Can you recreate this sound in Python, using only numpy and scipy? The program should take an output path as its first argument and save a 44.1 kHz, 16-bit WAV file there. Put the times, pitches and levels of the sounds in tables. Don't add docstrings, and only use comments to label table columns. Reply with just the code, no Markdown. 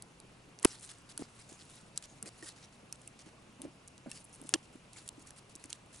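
import sys
import numpy as np
from scipy import signal
from scipy.fft import rfft, irfft
from scipy.io import wavfile
from scipy.ndimage import uniform_filter1d

SR = 44100
rng = np.random.default_rng(int(sys.argv[2]) if len(sys.argv) > 2 else 0)


def to_wav(s):
    ch = np.atleast_2d(s).T
    pcm = np.round(np.clip(ch, -1, 1) * 32767)
    wavfile.write(sys.argv[1], SR, pcm.astype(np.int16))


def makeup_ratio(level_db):
    decades = np.asarray(level_db, float) / 20
    return 10 ** decades


N = 264600
PIECE_S, FIRST_CUT_S = 1001 / 30000, 0.02312
PAN_DB = -0.6


def evened(x):
    return x / np.sqrt(np.mean(x ** 2) + 1e-20)


def wander(size):
    return evened(uniform_filter1d(rng.standard_normal(N), size))


def read(points, hz):
    f, value = np.transpose(points)
    return np.interp(np.log(hz + 1), np.log(f + 1), value)


def coloured(x, spectrum):
    hz = np.linspace(0, SR / 2, 257)
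    taps = signal.firwin2(255, hz, makeup_ratio(read(spectrum, hz)), fs=SR, window=("kaiser", 8))
    taps = taps.reshape((1,) * (x.ndim - 1) + (-1,))
    return signal.oaconvolve(x, taps, "same", axes=-1)


def piece(s):
    return np.floor((s - FIRST_CUT_S) / PIECE_S).astype(int) + 1


def add(reels, s, sound):
    reel = reels[piece(s + 1.5e-3) % 2]
    part = reel[:, round(s * SR):][:, :sound.shape[1]]
    part += sound[:, :part.shape[1]]


def noise(spectrum, likeness, patchy_db, size):
    # pitch_hz, coherence (0-1)
    coherence = [(60, 0.94), (150, 1), (380, 0.72), (950, 0.55), (2380, 0.23), (5980, 0.61), (15000, 0.94)]
    # pitch_hz, left_lead_rad
    phase_lead = [(100, 0), (800, 0.9), (2900, 0.5), (3600, 0.5), (7000, .1)]
    frames = 4 * N // size + 5
    hz = np.fft.rfftfreq(size, 1 / SR)
    a, b, c, d, patches = rng.standard_normal((frames, len(hz), 5)).T
    patches = uniform_filter1d(patches, size // 60, 0)
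    patches = evened(uniform_filter1d(patches, 3000 // size + 1, 1))
    same = np.clip(likeness + (1 - likeness) * read(coherence, hz), 0, 1)[:, None]
    left = a + 1j * b
    right = same * left * np.exp(-1j * read(phase_lead, hz))[:, None]
    right = right + np.sqrt(1 - same ** 2) * (c + 1j * d)
    z = np.array([left, right]) * makeup_ratio(read(spectrum, hz)[:, None] + patchy_db * patches)
    reel = evened(signal.istft(z, nperseg=size, noverlap=size - size // 4)[1][:, :N])
    return np.array([reel, np.roll(reel, N // 2, axis=1)])


def ports(direct, scatter, pan_db=0):
    # pitch_hz, left_lead_rad
    near_lead = [(100, .4), (330, 0.91), (1000, 0.32), (2500, 0.27), (6400, .5), (9500, 0.26)]
    hz = np.fft.rfftfreq(len(direct), 1 / SR)
    late = irfft(rfft(direct) * np.exp(-1j * read(near_lead, hz)), len(direct))
    return (np.array([direct, late]) + scatter) * makeup_ratio([[pan_db / 2], [-pan_db / 2]])


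def hum():
    t = np.arange(N) / SR
    phase = rng.uniform(0, 2 * np.pi, piece(N / SR) + 1)[piece(t)]
    return makeup_ratio(-68) * np.sqrt(2) * np.sin(2 * np.pi * 120.5 * t + phase)


def room():
    # pitch_hz, density_db (per Hz)
    room_spectrum = [(18, -41), (32, -12), (57, -6.5), (90, -12), (160, -4.5), (390, -11.5),
                     (1110, -15.5), (1800, -21.5), (2750, -18), (3200, -23.5), (4300, -26), (6800, -28),
            (11100, -30.5), (11500, -64.5)]
    return makeup_ratio(-59.5) * noise(room_spectrum, 0, 1.3, size=2048)


def drags():
    # time_s (inside the piece), level_db
    dragged = [(.64, -55.5), (1.21, -51), (1.51, -64.5), (2.24, -61.5), (2.28, -54.5), (2.44, -58),
               (3.28, -62), (3.61, -60), (3.64, -56), (3.68, -59.5), (4.08, -51.5), (4.41, -62.5),
               (4.44, -64.5), (4.54, -52.5), (4.74, -63)]
    # pitch_hz, density_db (per Hz)
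    bench = [(60, -19.5), (150, -2.5), (300, 0), (600, -6), (1000, -14), (2500, -23.5), (4000, -50)]
    s, db = np.transpose(dragged)
    gain = np.zeros(piece(N / SR) + 1)
    gain[piece(s)] = makeup_ratio(db)
    lumps = makeup_ratio(3 * wander(300))
    return lumps * gain[piece(np.arange(N) / SR)] * noise(bench, 0.8, 2.0, size=512)


def ring(db, hz, t60, rise):
    t = np.arange(round(PIECE_S * SR)) / SR
    drift = evened(uniform_filter1d(rng.standard_normal(len(t)), 130))
    wobble = 1 + 0.067 * np.minimum(400 / hz, 1) * drift
    shape = (1 - np.exp(-t / max(rise, 1e-4))) ** 2 * makeup_ratio(db - 60 * t / t60)
    return ports(-shape * np.sin(2 * np.pi * hz * np.cumsum(wobble) / SR), 0, -0.8)


def knocks_and_rings(reels):
    # start_s, peak_db, pitch_hz, t60_s
    bench_knocks = [(1.193, -35, 300, .11), (1.218, -30, 309, .14), (1.518, -41, 302, .083),
                    (2.229, -35.5, 200, .052), (2.259, -41.5, 333, .087), (3.617, -45, 300, .08),
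                    (2.4254, -38.5, 322, .064), (3.261, -45, 320, .09), (3.594, -43.5, 260, .12),
                    (3.635, -42, 278, .2), (3.649, -28.5, 306, .055), (3.66, -39.5, 274, .077),
                    (4.071, -47, 150, .1), (1.2, -45, 151, .13), (4.059, -34, 301, .062),
                    (4.069, -35.5, 243, .091), (4.41, -42, 282, .094), (4.446, -39.5, 280, .06),
                    (4.5395, -25.5, 322, .13), (4.752, -40.5, 300, .091), (5.177, -39, 293, .056),
                    (5.552, -45.5, 288, .09), (5.648, -43, 293, .08)]
    # start_s, peak_db,
    # pitch_hz, t60_s
    higher_rings = [(1.176, -40, 1450, .015), (1.1765, -41, 2900, .008), (2.2265, -43, 2800, .008),
                    (5.64, -38, 5900, .008), (5.3062, -44, 5900, .01), (5.5533, -48, 3700, .008),
                    (3.618, -42, 6300, .008), (4.203, -54, 9500, .08), (5.3062, -47, 1700, .01),
                    (1.385, -56, 1100, .08), (1.9762, -40, 1250, .012), (2.226, -44, 1400, .015),
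                    (2.262, -49, 2490, .035), (2.265, -51, 680, .06), (2.4256, -41, 1830, .04),
                    (2.465, -53.5, 1860, .15), (2.9252, -43, 2550, .015), (3.38, -55, 1100, .08),
                    (3.65, -39, 593, .045), (4.059, -39, 630, .045), (4.071, -43, 560, .04),
                    (4.115, -44, 2690, .05), (4.115, -42, 5550, .03), (4.116, -53, 1800, .06),
                    (4.4915, -41, 1300, .012), (2.925, -46, 1400, .012), (4.96, -52, 2200, .06),
                    (3.0745, -47, 2650, .025), (1.9758, -27, 10800, .009), (1.9762, -29, 5350, .007),
                    (2.427, -55, 5400, .1), (4.547, -39, 3200, .025), (4.5505, -45, 3150, .05),
                    (4.549, -45, 1100, .05), (4.5455, -45, 620, .1), (4.557, -46, 3000, .05),
                    (4.556, -44, 900, .05), (5.25, -56, 1150, .08)]
    rise_cycles = 0.7
    for s, db, hz, t60 in bench_knocks + higher_rings:
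        add(reels, s, ring(db, hz, t60, rise_cycles / hz))


def slap(db):
    # pitch_hz, level_db, t60_s
    part_modes = [(900, -19, 0.023), (1350, -10, .014), (1750, -5, 0.011), (2810, -4, 0.014),
                  (2950, -17, .05), (3300, -2.5, 0.0085), (4180, -8, 0.0061), (4670, -5, .008),
                  (5360, -7, 0.0078), (5620, -1, 0.0095), (6710, 1, 0.013), (7400, -7, .009),
                  (8470, 2, 0.0082), (10200, -24, .008)]
    t = np.arange(1000) / SR - 1.5e-4
    body = sum(makeup_ratio(d - 60 * t / t60) * np.cos(2 * np.pi * hz * t) for hz, d, t60 in part_modes)
    body *= np.clip(1 + t / 0.00025, 0, 1)
    decay = makeup_ratio(-28 - 60 * t / 0.0089) + makeup_ratio(-33.5 - 60 * t / 0.062)
    crack = rng.standard_normal((2, len(t))) * decay
    return makeup_ratio(db) * ports(-body / abs(body).max(), crack)


def slaps(reels):
    # start_s, peak_db
    slap_blows = [
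        (4.5392, -3),
        (4.5421, -9),
        (4.544, -21),
    ]
    for s, db in slap_blows:
        add(reels, s, slap(db))


def tick(db, hz, dull_db, dull_hz, pan_db):
    t = np.arange(900) / SR - 1.2e-3
    snap = np.exp(-(t / 0.000115) ** 2) * np.sin(2 * np.pi * hz * t)
    core = np.exp(-(t / 0.00027) ** 2) * np.sin(2 * np.pi * dull_hz * t)
    snap += makeup_ratio(min(dull_db + 3, 3)) * core
    direct = snap + 0.24 * np.roll(snap, 30)
    decay = makeup_ratio(-18.5 - 60 * np.arange(600) / SR / 0.012)
    mid, side = rng.standard_normal((2, 1, 600)) * decay
    taps = mid + 0.4 * side * [[1], [-1]]
    tail = signal.fftconvolve(snap[None], taps, axes=1)[:, :len(t)]
    return makeup_ratio(db - 2) * ports(direct, tail, pan_db)


def clack(reels):
    # start_s, peak_db, pitch_hz, core_db, core_hz, pan_db
    hard_blow = (.6474, -4, 10300, -15, 4700, -5.5)
    # start_s, peak_db, pitch_hz, t60_s, rise_s
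    blow_rings = [(.639, -41, 1890, .064, .001), (.639, -41, 1100, .08, .001),
                  (.6455, -30, 9000, .02, .0008), (.6468, -23, 2280, .01, .0003),
                  (.6478, -21, 1500, .011, .0004), (.648, -23, 900, .012, .0004),
                  (.6512, -23, 2000, .012, .0005), (.6482, -11, 9200, .008, .0003),
                  (.6495, -18, 6050, .012, .0004), (.6515, -25, 5200, .014, .0004),
                  (.6508, -9, 350, .12, .0011), (.6498, -23, 165, .064, .002),
                  (.6479, -3, 9850, .0065, .0003), (.648, -14, 7770, .0087, .0004),
                  (.648, -15, 3050, .0093, .00035), (.651, -18, 900, .012, .0005),
                  (.6484, -24, 10650, .006, .0003), (.6514, -13, 1230, .0081, .0006),
                  (.6515, -13, 2615, .009, .00084)]
    add(reels, hard_blow[0], tick(*hard_blow[1:]))
    for s, *row in blow_rings:
        add(reels, s, ring(*row))


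def snaps_and_ticks(reels):
    # start_s, peak_db, pitch_hz, core_db, core_hz
    louder_ticks = [(.0221, -25, 9900, -20, 4200), (.628, -23, 8600, -21, 3000),
                    (1.1761, -16.5, 9600, -20, 4600), (1.9748, -14, 8000, -18, 4050),
                    (2.0394, -33, 6830, -22, 3550), (2.2258, -20, 9600, -21, 5600),
                    (2.2577, -36, 9210, -9, 2480), (2.925, -22, 10000, -11, 5800),
                    (3.0756, -27, 9000, -25, 2900), (3.6174, -24, 10000, -20, 3600),
                    (4.1144, -25, 9040, -15, 3600), (4.4144, -32, 9900, -22, 3200),
                    (4.491, -21.5, 9000, -21, 3300), (4.9316, -36, 9280, -12, 4600),
                    (5.0768, -25, 9100, -20, 4000), (5.0887, -23.5, 8600, -16, 3600),
                    (5.3056, -34, 9600, -15, 3700), (5.5525, -31, 10400, -10, 5800),
                    (5.5545, -36, 10400, -14, 5900), (5.6395, -29, 9000, -15, 2100),
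                    (5.7019, -29, 9800, -9, 6400), (5.7279, -19, 7700, -13, 3500)]
    # start_s, peak_db, pitch_hz, core_hz
    further_ticks = [(.2003, -36, 9000, 4200), (.588, -36.5, 7040, 4870), (.596, -37.5, 8800, 3040),
                     (1.526, -35, 7900, 3100), (.6508, -17, 7500, 4500), (2.4244, -40, 6200, 2270),
                     (1.512, -43, 6700, 2500), (3.015, -43, 8330, 2540), (3.1906, -39, 5900, 9300),
                     (3.6223, -42.5, 6700, 2980), (3.8762, -35, 9200, 7000), (3.8805, -34.5, 8650, 4370),
                     (3.9784, -39, 7800, 3800), (4.1964, -46, 9720, 5680), (4.2024, -45, 7000, 6000),
                     (4.506, -45, 4500, 2600), (5.272, -37, 8900, 6000), (5.656, -41, 8500, 6500),
                     (5.8607, -46, 9090, 2970), (5.9608, -41, 7270, 3910)]
    small = [(s, db, hz, -15, core_hz) for s, db, hz, core_hz in further_ticks]
    for s, *row in louder_ticks + small:
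        add(reels, s, tick(*row, PAN_DB + 1.5 * rng.standard_normal()))


def in_band(real, imaginary, hz, t):
    return ((real + 1j * imaginary) * np.exp(2j * np.pi * hz * t)).real


def creak(db, hz, low_hz):
    width_hz, t60_s, low_db = 1800, 0.011, -6
    t = np.arange(500) / SR
    r = np.exp(-np.pi * width_hz / SR)
    a, b, c, d = signal.lfilter([1], [1, -2 * r, r * r], rng.standard_normal((4, len(t))))
    fizz = evened(in_band(a, b, hz, t)) + makeup_ratio(low_db) * evened(in_band(c, d, low_hz, t))
    shape = np.minimum(t / 0.0003, 1) * makeup_ratio(db - 3 - 60 * t / t60_s)
    return ports(shape * fizz, 0, PAN_DB)


def creaks(reels):
    # start_s, peak_db, pitch_hz, low_pitch_hz
    film_slips = [(.7955, -43, 9000, 7000), (.7985, -46, 9000, 6500), (.8095, -42, 9100, 7400),
                  (.8185, -50, 9200, 7000), (.861, -43, 9000, 4000), (.9502, -51, 6700, 3000),
                  (.9845, -50, 8500, 6400), (1.4905, -48, 9500, 6800), (1.629, -50, 8000, 5000),
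                  (1.6529, -51, 10000, 6000), (1.6985, -51, 10500, 7300), (1.705, -46, 10000, 6800),
                  (1.7135, -48, 9000, 3300), (1.7565, -46, 9500, 7000), (1.7645, -49, 9000, 4000),
                  (1.981, -44, 10000, 7200), (2.2325, -47, 10500, 8000), (2.379, -50, 9800, 7000),
                  (2.3855, -49, 9800, 6500), (2.9565, -47, 8500, 4500), (3.0185, -48, 9000, 6000),
                  (3.0745, -41, 9500, 6000), (4.2425, -47, 9800, 7500), (4.2462, -42, 9300, 10600),
                  (4.2508, -43, 9200, 10600), (4.2945, -53, 9250, 7500), (4.3285, -45, 9500, 6000),
                  (4.333, -46, 9640, 6200), (4.3358, -50, 9500, 6000), (4.3398, -44, 9570, 6000),
                  (4.3468, -44, 9500, 6200), (4.3508, -45, 9800, 6000), (4.3592, -46, 8500, 10000),
                  (4.3628, -51, 9300, 7500), (4.4375, -46, 9500, 7000), (5.1945, -48, 9000, 6000),
                  (5.5597, -38, 7500, 10000), (5.658, -46, 9500, 5000)]
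    for s, *row in film_slips:
        add(reels, s, creak(*row))


def puff(length, db, hz):
    width = round(SR / 1100)
    t = np.arange(round(length * SR)) / SR
    a, b, grit = rng.standard_normal((3, len(t)))
    band = in_band(uniform_filter1d(a, width), uniform_filter1d(b, width), hz, t)
    sound = evened(band) * makeup_ratio(2.5 * evened(uniform_filter1d(grit, 90)))
    return ports(makeup_ratio(db) * np.sin(np.pi * t / length) * sound, 0)


def puffs(reels):
    # start_s, length_s, level_db, pitch_hz
    fold_songs = [(.66, .04, -57, 8000), (.695, .035, -55, 5400), (.74, .035, -60, 3900),
                  (.825, .04, -56, 8700), (1.22, .04, -61, 4800), (1.595, .03, -62, 5500),
                  (2.26, .035, -58, 9200), (1.485, .03, -62, 6700), (1.525, .04, -61, 6800),
                  (.86, .02, -59, 8500), (4.962, .022, -57, 7300), (1.602, .022, -63, 4200),
                  (2.06, .09, -66, 6700), (2.455, .06, -59, 4400), (2.62, .04, -62, 5500),
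                  (4.14, .06, -60, 5000)]
    for s, *row in fold_songs:
        sound = puff(*row)
        reels[:, :, round(s * SR):][:, :, :sound.shape[1]] += sound


def pressed(strokes, spread_db):
    lift_db_per_s = 520
    middle, length, pressure_db, broad_db = np.transpose(strokes)[:, :, None]
    t = FIRST_CUT_S + (np.arange(piece(N / SR) + 1) - 0.5) * PIECE_S
    outside = np.maximum(abs(t - middle) - length / 2 + PIECE_S / 2 - 1e-3, 0)
    db = pressure_db - lift_db_per_s * outside
    db = db + spread_db * rng.standard_normal(len(t))
    power = np.array([makeup_ratio(2 * db).sum(0), makeup_ratio(2 * (db + broad_db)).sum(0)])
    return np.sqrt(power)[:, piece(np.arange(N) / SR)]


def rubs():
    # middle_s, length_s, pressure_db, broad_db (over the fine hiss)
    firm_strokes = [(.64, .033, -60, -.5), (.707, .1, -55, -3.5), (.84, .045, -53.5, -8),
                    (.903, .048, -53.5, -3), (1.108, .03, -57, -1.5), (1.208, .033, -56.5, -5.5),
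                    (1.4, .05, -62, -1.5), (1.525, .066, -63.5, -4), (1.608, .033, -63, 2),
                    (1.728, .06, -62, -4), (1.975, .03, -61, .6), (2.042, .03, -58, -1),
                    (2.275, .03, -54.5, -2), (2.394, .064, -66, -2), (2.464, .056, -49.5, -6),
                    (2.943, .03, -65.5, -2.5), (3.21, .03, -65, 2), (4.146, .09, -56, -5),
                    (4.344, .033, -67, -6), (4.497, .066, -58, -10), (4.978, .033, -58.5, -2),
                    (5.06, .04, -63, -5), (5.212, .03, -61, -8), (5.278, .03, -61, -6),
                    (5.378, .03, -59, -6.5), (5.645, .03, -65, -1), (5.728, .066, -63, -1),
                    (5.96, .066, -59, -5)]
    # middle_s, length_s, pressure_db, broad_db
    light_glides = [(.79, .066, -68, -3), (.975, .1, -69.5, -1), (1.24, .033, -66, 2),
                    (1.275, .033, -69, 1), (1.31, .033, -71, -3), (1.357, .066, -67, -6),
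                    (1.775, .033, -67, 2), (3.643, .033, -68, -1), (4.444, .033, -66, -1),
                    (5.612, .033, -69, -1), (1.64, .5, -70, -2), (2.14, .1, -70.5, -3),
                    (2.325, .066, -71, -2), (2.509, .033, -66, 4), (2.59, .066, -69.5, 2),
                    (2.645, .04, -66, 3), (2.743, .033, -66, -4), (3.045, .1, -71, -4),
                    (3.277, .033, -71, 2), (4.21, .033, -65.5, -5), (4.36, .17, -71, -4),
                    (4.58, .033, -67, -1), (4.645, .033, -66.5, -2.5), (4.744, .033, -67, -9),
                    (5.01, .166, -66, -4), (5.16, .1, -75, -4), (5.51, .033, -68, -1.5)]
    # pitch_hz, density_db (per Hz)
    tip_hiss = [(1500, -26), (4000, -17), (6800, -2), (8500, 0.5), (10000, 0), (11100, -7.5),
                (11500, -44.5)]
    # pitch_hz, density_db (per Hz)
    flank_hiss = [(500, -19), (1500, -5.5), (2500, -8), (4000, -5), (5500, -5.5), (7000, -9),
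                  (11100, -21.5), (11500, -55)]
    crackles_per_s, crackle_size, crackle_s = 260, 0.4, 0.0008
    tip, flank = np.hypot(pressed(firm_strokes, 0), pressed(light_glides, 1.5))
    grain = makeup_ratio(1.2 * wander(120))
    waver = makeup_ratio(1.2 * wander(700))
    fine = 0.92 * tip * noise(tip_hiss, 0.3, 2.1, size=512)
    broad = 1.314 * flank * noise(flank_hiss, 0.46, 2.5, size=512)
    pops = crackle_size * rng.exponential(1, N) * (rng.random(N) < crackles_per_s / SR)
    crackle = 0.93 + signal.lfilter([1], [1, -np.exp(-1 / crackle_s / SR)], pops)
    return crackle * grain * waver * (fine + broad)


def scene():
    # pitch_hz, gain_db
    dull_top = [(11000, 0), (11400, -18.5), (13000, -24.5), (16000, -40)]
    reels = room() + drags() + rubs()
    knocks_and_rings(reels)
    slaps(reels)
    clack(reels)
    snaps_and_ticks(reels)
    creaks(reels)
    puffs(reels)
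    reels = coloured(reels, dull_top)
    return np.where(piece(np.arange(N) / SR) % 2, reels[1], reels[0]) + hum()


def top_cut(x):
    return signal.sosfilt(signal.butter(12, 16630, fs=SR, output="sos"), x)


def record(dry):
    # pitch_hz, gain_db
    export_top = [(9000, 0), (13000, 1), (15800, -10.5), (16300, -62.5)]
    return top_cut(coloured(dry, export_top))


dry = scene()
out = record(dry)
to_wav(out)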